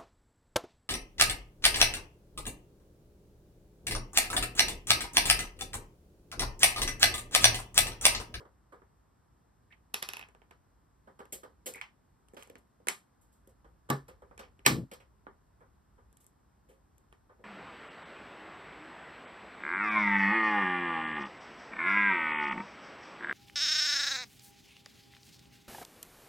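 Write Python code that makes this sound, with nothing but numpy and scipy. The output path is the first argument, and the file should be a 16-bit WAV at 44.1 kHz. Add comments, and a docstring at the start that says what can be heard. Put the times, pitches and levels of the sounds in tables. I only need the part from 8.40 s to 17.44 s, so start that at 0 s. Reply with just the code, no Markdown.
"""Close to a phone in a quiet small room, distant traffic rumbles under microphone hiss: shaped noise.
Scuffs and taps of small metal parts on a matted desk come first, then a squeak (rough gliding tone) and,
at 1.5 s, a hard part bouncing to rest. From 2.9 s the hand lands on the mat in hollow slaps and dull thuds.
At 5.5 s a glue tube is set down hard; at 6.3 s it falls over and rocks; sparser handling follows.
Contacts are noise bursts ringing part and desk, plus room reflections; heavy blows swing the desk top."""
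import sys
import numpy as np
from scipy import signal
from scipy.fft import rfft, irfft, next_fast_len
from scipy.io import wavfile
from scipy.ndimage import uniform_filter1d

SR = 44100
rng = np.random.default_rng(int(sys.argv[2]) if len(sys.argv) > 2 else 0)


def store_pcm(level_fs):
    """Save levels as 16-bit WAV."""
    pcm = np.round(np.clip(level_fs, -1, 1) * 32767).astype(np.int16)
    wavfile.write(sys.argv[1], SR, np.atleast_2d(pcm).T)


def invert_db(level):
    """Linear amplitude ratio for a level in decibels (20 dB per decade), elementwise."""
    return 10 ** (np.asarray(level, dtype=float) / 20)


N = 398663
SPAN = 16384  # samples per contact
HZ = np.fft.rfftfreq(SPAN, 1 / SR)
T_S = np.arange(SPAN) / SR

# background: (frequency [Hz], density [dB/Hz], left-right likeness [0-1])
QUIET = [(23.83, -94.5, 1), (54.06, -77, 1), (81.3, -88, 0.6), (130, -93, 1), (298, -100, 0.4),
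         (546, -107, 0.1), (1030, -104, .05), (1810, -113, 0.4), (2300, -122, 1), (4770, -125, 0),
         (10590, -126, 0), (14700, -130, 0.6), (15000, -142, 0.55)]
# traffic swell, taken relative to its mean: (time [s], level [dB])
RUMBLE = [(0, -73), (1.3, -76), (2.099, -73.5), (3.002, -74.5), (4.099, -75), (4.699, -81.5), (4.801, -74),
          (5.899, -68.5), (6.801, -72), (7.102, -74), (7.7, -69.5), (7.78, -76.5), (9.04, -72.5)]
# bands of a contact, in the order click, thud, knock, snap, tick: (low edge [Hz], high edge [Hz])
BANDS_HZ = [(1800, 3200), (150, 600), (600, 1800), (3200, 6000), (6000, 16000)]
# room reflections in each of those bands: (t60 [s], level [dB], left-right likeness [0-1])
ROOM = [(0.19, -4.5, 0), (0.2, -0.5, 0.6), (0.2, -0.5, 0.3), (0.2, -2, 1), (0.21, -7.5, 0)]
# hands, right of the phone: (time [s], left minus right [dB], delay of the left port [samples])
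HANDS = [(0, -7.5, 9.9), (1.5, -4.5, 12.3), (2.9, -4.5, 17.2), (4.5, -5.5, 19.6), (5.6, -1, 11),
         (6.3, -3.5, 16.1), (9.04, -1.5, 11)]
# resonances over the plain contact: (frequency [Hz], width [Hz], level [dB])
DESK_MODES = [(222, 37, -1), (286, 40, -2), (402, 34, 9), (475, 110, 3.5), (796, 80, 0.5), (904, 290, 9.5),
              (993, 190, 9.5), (1181, 100, 13), (1420, 68, 2.5), (1699, 62, 0)]
PART_MODES = [(2240, 400, 5.5), (3100, 130, 2), (4240, 300, 0.5), (8170, 2200, 5.5), (10917, 1500, 2.5)]
HOLLOW_MODES = [(525, 65, 15)]  # air under the cupped hand and the mat
BEAD_MODES = [(2570, 110, 11.5), (3700, 300, -13.5), (6300, 600, -15.5), (10900, 820, 11.5),
              (12270, 300, 16.5)]  # the bouncing part
TUBE_MODES = [(834, 40, 5), (1141, 35, 13.5), (1770, 60, 8.5), (2280, 300, 11), (3962, 200, 4),
              (8077, 970, 3)]
AROUND_DB = -7  # part resonances stand out less in the reflections
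# contacts: (time [s], thud peak [dB], click peak [dB], tick peak [dB], chatter [ms], held to 0.3-40)
SCUFFS = [(0.002, -50, -64, -62.5, 13), (0.05, -54, -68, -74, 11.5), (0.321, -50.5, -67, -64.5, 21),
          (2.672, -51.5, -66, -69, 15.6), (2.789, -46.5, -57, -54, 17.6), (3.031, -46.5, -54.5, -53.5, 14),
          (3.356, -46.5, -60, -41, 3.3), (3.966, -46, -46, -52, 13.3), (3.988, -71, -55, -55, 50),
          (4.18, -72, -87, -57.5, 8.2), (4.81, -74, -83, -62, 34), (4.92, -85.5, -84, -60, 42),
          (5.09, -87, -76, -62, 15), (5.243, -56.5, -68.5, -76, 15.4), (5.68, -47, -55, -53.5, 16),
          (5.819, -49, -68, -70, 10), (5.91, -49.5, -76.5, -74, 5.5), (5.99, -45, -44.5, -48.5, 14.7),
          (6.03, -54, -50.5, -73, 15), (6.249, -43.5, -34, -44.5, 37), (6.513, -46.5, -45, -45, 12.2),
          (6.533, -56.5, -49, -44, 10.2), (6.6, -61, -56, -66, 17.2), (7.205, -55.5, -82.5, -75, 18.3),
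          (7.578, -60, -72.5, -95, 19), (7.8, -75.5, -73, -59, 34), (8.894, -56, -77, -92, 20)]  # fingers and parts dragged a short way over the mat
TAPS = [(0.417, -53, -85, -87, 4.9), (1.322, -92, -50, -94, 8.6), (1.885, -57, -55.5, -56, 3.8),
        (1.948, -51.5, -55, -64, 1.94), (2.017, -55.5, -53, -69, 1.66), (2.108, -51, -49.5, -54.5, 5.1),
        (2.8, -45.5, -49, -81, 7.9), (2.853, -52, -56, -53, 3.3), (3.338, -57, -53, -30.5, 0.94),
        (3.412, -67, -28.5, -40.5, 2.65), (3.435, -75, -45, -61, 7.5), (3.884, -67, -61.5, -54, 2.5),
        (3.942, -81, -67, -49, 6.3), (4.024, -58, -40.5, -40, 2.3), (4.031, -76, -66, -41, 2.5),
        (4.072, -57, -82, -50, 3.7), (4.154, -47.5, -44.5, -50, 2.5), (4.47, -33.5, -34.5, -26.5, 1.72),
        (4.484, -37, -18, -12, 2.11), (5.977, -48.5, -46, -42.5, 2.5), (6.191, -58, -52.5, -62, 2.9),
        (6.867, -38, -49, -82, 1.1), (7.727, -76.5, -70, -52, 2.5), (7.769, -74, -65.5, -48, 3.5),
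        (7.843, -86.5, -73.5, -51, 1.6), (7.865, -66.5, -73, -45.5, 1.6), (8.58, -81.5, -68, -54.5, 2.8),
        (8.726, -53, -49, -54, 0.69)]  # sharp taps and clicks
HAND_LANDINGS = [(2.922, -42, -42.5, -29, 23), (3.258, -39.5, -37.5, -27.5, 26.5),
                 (3.935, -43, -75, -59, 2.1), (4.098, -44.5, -51.5, -49, 2.8),
                 (4.4, -56.5, -82.5, -74.5, 3.1), (5.073, -51.5, -69, -50.5, 3.5),
                 (8.285, -55.5, -64.5, -62.5, 40), (8.988, -54.5, -86, -89, 26)]  # dull thuds and two long, bright, hollow slaps on the mat
TUBE_BLOWS = [(5.487, -45, -49.5, -48, 13), (5.5, -20.5, -22.5, -23.5, 4), (6.261, -21, -7, -5, 5),
              (6.277, -34, -36.5, -33, 2.8)]  # the glue tube is set down hard, then falls over
KNOCK_OF_CLICK_DB, SNAP_SHARE_OF_TICK = -8, .45  # knock hears desk and part; snap lies between click and tick
# stick-slip of part on part: (time [s], length [s], start [Hz], end [Hz], level [dB])
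SQUEAKS = [(1.304, 0.056, 2075, 2099, -53.5), (3.335, 0.079, 2300, 2006, -42.5)]
DROP_S, FIRST_FLIGHT_S, RESTITUTION = 1.542, .084, .74  # each flight is this share of the one before
DROP_DB, BOUNCE_LOSS_DB = -22, -2.5  # first click; change per bounce
DULLING_DB = -0.5283  # treble change, times bounce number squared
# bouncing part's bands over its click: (thud [dB], knock [dB], snap [dB], tick [dB])
BOUNCE_COLOUR_DB = [-19, -7.5, -0.9, 6.5]
BOUNCE_MS, EDGE_LEAD_S, EDGE_DB, EDGE_MS = 1.56, 0.0036, -14.5, 4.2  # an edge touches before first landings
# lowest modes of the desk top: (frequency [Hz], level [dB], t60 [s])
DESK_TOP = [(138, -4, 0.2), (172, -8.5, .12), (211, -3.5, 0.09), (263, -8.5, 0.28), (311.7, -9.5, 0.2),
            (424, -14.5, 0.14)]
# heavy blows that shake the desk top: (time [s], drive [dB])
THUMPS = [(5.499, -22), (5.52, -24), (6.263, -20.5), (6.281, -40)]
# envelope of the fallen tube's jolts: (time [s], level [dB])
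ROCKING = [(6.29, -59), (6.303, -30), (6.341, -35.5), (6.38, -35.5), (6.425, -42.5), (6.442, -40.5)]
SPLIT_HZ, TREBLE_LAG_SAMPLES = 5900, 13.66
BASS_CUT_HZ, TOP_HZ = 69, 15900


def background():
    """Room tone and microphone hiss from shaped noise; below 110 Hz the traffic swells and fades."""
    hz = np.fft.rfftfreq(N, 1 / SR)
    table_hz, table_db, table_like = np.transpose(QUIET)
    log_hz = np.log(np.maximum(hz, 1))
    like = np.interp(log_hz, np.log(table_hz), table_like)
    density = invert_db(np.interp(log_hz, np.log(table_hz), table_db, left=-140))
    mid, side = rfft(rng.standard_normal((2, N))) * density * np.sqrt(SR / 4)
    both = np.sqrt(1 + like) * mid + np.sqrt(1 - like) * side * np.array([[1], [-1]])
    low = 1 / (1 + (hz / 110) ** 6)
    s, swell_db = np.transpose(RUMBLE)
    swell = invert_db(np.interp(np.arange(N) / SR, s, swell_db - np.mean(swell_db)))
    return swell * irfft(both * low, N) + irfft(both * (1 - low), N)


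def resonances(modes, offset_db=0):
    """Causal response of resonances standing over a flat contact sound."""
    response = 1
    for hz, width_hz, db in modes:
        damping = 1j * HZ * width_hz
        response = response + invert_db(db + offset_db) * damping / (hz ** 2 - HZ ** 2 + damping)
    return response


def band(edges_hz):
    """Causal band-pass response."""
    sos = signal.butter(3, edges_hz, "bandpass", fs=SR, output="sos")
    return signal.sosfreqz(sos, HZ, fs=SR)[1]


def add(out, sound, s):
    """Mix a sound in from time s."""
    k = int(s * SR)
    n = min(sound.shape[1], N - k)
    out[:, k:k + n] += sound[:, :n]


def echoes():
    """Spectrum of the reflections' power envelope per band: fast build-up, exponential decay."""
    spectra = []
    for t60_s, db, _ in ROOM:
        decay = np.exp(-2 * np.log(1000) * T_S / t60_s)
        power = (1 - np.exp(-T_S / 0.00047)) * decay * (T_S < .3)
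        spectra.append(invert_db(2 * db) * rfft(power / power.sum()))
    return spectra


def to_ports(s):
    """Level and delay of the direct sound at both ports; the phone's body shades only short waves."""
    at_s, *place = np.transpose(HANDS)
    pan_db, lag_samples = (np.interp(s, at_s, column) for column in place)
    shadow = np.clip(HZ / 900, 0, 1)
    gain = invert_db(shadow * np.array([[pan_db], [-pan_db]]) / 2)
    return gain * np.exp(-2j * np.pi * HZ * np.array([[lag_samples], [0]]) / SR)


def contacts(events, modes, rise_share, bend, top_hz, first_db):
    """Micro-impact bursts ring part and desk; both ports hear them directly, then the room answers."""
    out, room = np.zeros((2, N)), echoes()
    mat_loss = 1 / (1 + (HZ / top_hz) ** 12)  # the soft mat takes the very top off
    bands = [band(edges_hz) * mat_loss for edges_hz in BANDS_HZ]
    near = resonances(DESK_MODES + modes)
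    around = resonances(DESK_MODES) * resonances(modes, AROUND_DB)
    for s, *levels_db, chatter_ms in events:
        chance = rng.standard_normal((3, SPAN))
        chatter_s = np.clip(chatter_ms, .3, 40) / 1000
        rise = 1 - np.exp(-T_S / (rise_share * chatter_s))
        shape = rise * np.exp(-(T_S / chatter_s) ** bend) * (T_S < .06 + chatter_s)
        energy = np.sum(shape ** 2)
        # one clean impact at the burst's peak
        first = invert_db(first_db) * np.sqrt(energy) * np.exp(-2j * np.pi * HZ * T_S[shape.argmax()])
        burst = rfft(chance[0] * shape) + first
        direct = to_ports(s)
        total = 0
        for k, (body, db) in enumerate(zip(bands, levels_db)):
            rung = burst * near * body
            gain = body * invert_db(db) / np.abs(irfft(rung)).max()
            like = ROOM[k][2]
            walls = np.array([chance[1], like * chance[1] + np.sqrt(1 - like ** 2) * chance[2]])
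            # dense reflections: noise whose power is the burst's power spread over the room's decay
            walls = walls * np.sqrt(np.abs(irfft(rfft(shape ** 2) * room[k])))
            walls = walls * np.linalg.norm(rung) / np.linalg.norm(near * body) / np.sqrt(energy)
            total = total + gain * (burst * near * direct + around * rfft(walls))
        add(out, irfft(total), s)
    return out


def five_bands(rows, knock_db, snap_db):
    """Derive knock and snap from thud, click and tick, as energy sum and weighted mean."""
    s, thud, click, tick, ms = np.transpose(rows)
    knock = 10 * np.log10(invert_db(2 * (thud + knock_db)) + invert_db(2 * (click + KNOCK_OF_CLICK_DB)))
    snap = click + SNAP_SHARE_OF_TICK * (tick - click) + snap_db
    return np.transpose([s, click, thud, knock, snap, tick, ms])


def scuffs():
    """Short drags: bursts with a long tail and a weak first impact, coloured by the hollow under hand and mat."""
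    events = five_bands(SCUFFS, knock_db=1.56, snap_db=-4)
    return contacts(events, PART_MODES + HOLLOW_MODES, .09, 0.92, 15650, first_db=-18)


def taps():
    """Sharp taps and clicks: compact bursts with a clear first impact ring part and desk."""
    events = five_bands(TAPS, knock_db=1.8, snap_db=-8)
    return contacts(events, PART_MODES, 0.22, 2.4, 13000, first_db=-6.0)


def squeaks():
    """Quick stick-slip tones that glide, broken and rough."""
    out = np.zeros((2, N))
    for s, length_s, start_hz, end_hz, db in SQUEAKS:
        t = T_S[T_S < length_s]
        grip = uniform_filter1d(rng.standard_normal((2, SPAN))[:, :len(t)], size=90)
        rough = 0.49 + 3.5 * grip  # the grip breaks up
        wobble_hz = 1800 * uniform_filter1d(rng.standard_normal(SPAN)[:len(t)], size=70)
        cycles = np.cumsum(start_hz + (end_hz - start_hz) * t / length_s + wobble_hz) / SR
        swell = np.sin(np.pi * (t / length_s) ** 0.72) ** 0.99
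        add(out, invert_db(db) * swell * rough * np.sin(2 * np.pi * cycles), s)
    return out


def bounces(count, edge_count):
    """Restitution brings landings ever closer, weaker and duller; an edge leads the first few."""
    k = np.arange(count)
    s = DROP_S + FIRST_FLIGHT_S * (1 - RESTITUTION ** k) / (1 - RESTITUTION)
    click = DROP_DB + BOUNCE_LOSS_DB * k
    thud, knock, snap, tick = click + np.array(BOUNCE_COLOUR_DB)[:, None]
    dulling = DULLING_DB * k ** 2
    landings = np.transpose([s, click, thud, knock, snap + dulling / 2, tick + dulling, BOUNCE_MS + 0 * s])
    edge_offset = [-EDGE_LEAD_S, EDGE_DB, 0, EDGE_DB / 2, EDGE_DB, EDGE_DB, EDGE_MS - BOUNCE_MS]
    return np.vstack([landings, landings[:edge_count] + edge_offset])


def bouncing_part():
    """A small hard part bounces to rest: each landing is a burst with a strong first impact."""
    return contacts(bounces(count=9, edge_count=2), BEAD_MODES, 0.16, 1.8, 12800, first_db=-1.0)


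def hand_landings():
    """Dull thuds and two long, bright slaps on the mat: weak first impacts, coloured by the hollow's resonance."""
    events = five_bands(HAND_LANDINGS, knock_db=-11.5, snap_db=-6.5)
    return contacts(events, PART_MODES + HOLLOW_MODES, .12, 1.2, 16000, first_db=-16.5)


def tube_blows():
    """The glue tube strikes the desk: bursts ring the tube's own modes and the desk's."""
    events = five_bands(TUBE_BLOWS, knock_db=4, snap_db=-5.5)
    return contacts(events, TUBE_MODES, 0.32, 1.9, 16200, first_db=-6.5)


def desk_swing():
    """Decaying sines of the lowest desk-top modes."""
    t = T_S[:SR // 3]
    swing = 0
    for hz, db, t60_s in DESK_TOP:
        swing = swing + invert_db(db) * np.exp(-np.log(1000) * t / t60_s) * np.sin(2 * np.pi * hz * t)
    return t, swing


def thumps():
    """Soft pushes of some milliseconds swing the desk top, alike at both ports."""
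    out = np.zeros((2, N))
    t, swing = desk_swing()
    push = (1 - np.exp(-t / 0.0073)) * swing
    for s, db in THUMPS:
        add(out, invert_db(db) * push * np.ones((2, 1)), s)
    return out


def rocking_tube():
    """Noise jolts of the rocking tube drive the desk-top modes until it lies still."""
    out = np.zeros((2, N))
    t, swing = desk_swing()
    s, db = np.transpose(ROCKING)
    jolts = rng.standard_normal((2, SPAN)) * invert_db(np.interp(T_S + s[0], s, db, right=-140))
    # the mat under the tube damps the swing, so it follows the jolts closely
    damped = swing * (1 - np.exp(-t / 0.00088)) * np.exp(-t / 0.024)
    damped = damped / np.sqrt(np.sum(damped ** 2))
    drive = jolts[:1] + 0.35 * jolts  # mostly common to both ports
    add(out, signal.fftconvolve(drive, damped[None], axes=1)[:, :SPAN], s[0])
    return out


def scene():
    """All contacts over the background."""
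    handling = scuffs() + taps() + squeaks() + bouncing_part() + hand_landings()
    return background() + handling + tube_blows() + thumps() + rocking_tube()


def low_pass(x):
    """Removes everything above the highest recorded frequency."""
    return signal.sosfilt(signal.butter(12, 16810, fs=SR, output="sos"), x)


def record(dry):
    """Two ports up to the split; above it the left feeds both sides, right late and inverted; peaks rounded."""
    size = next_fast_len(N + 64)
    hz, both = np.fft.rfftfreq(size, 1 / SR), rfft(dry, size)
    high = 1 / (1 + (SPLIT_HZ / np.maximum(hz, 1)) ** 12)  # power share of the treble
    spread = np.array([np.ones(len(hz)), -np.exp(-2j * np.pi * hz * TREBLE_LAG_SAMPLES / SR)])
    mixed = both * np.sqrt(1 - high) + both[0] * np.sqrt(high) * spread
    mixed = mixed / (1 + (hz / TOP_HZ) ** 40)
    mixed = mixed * hz ** 2 / np.sqrt(hz ** 4 + BASS_CUT_HZ ** 4)
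    loud = irfft(mixed, size)[:, :N]
    return low_pass(0.87 * np.tanh(loud / 0.84))


dry = scene()
out = record(dry)
store_pcm(out)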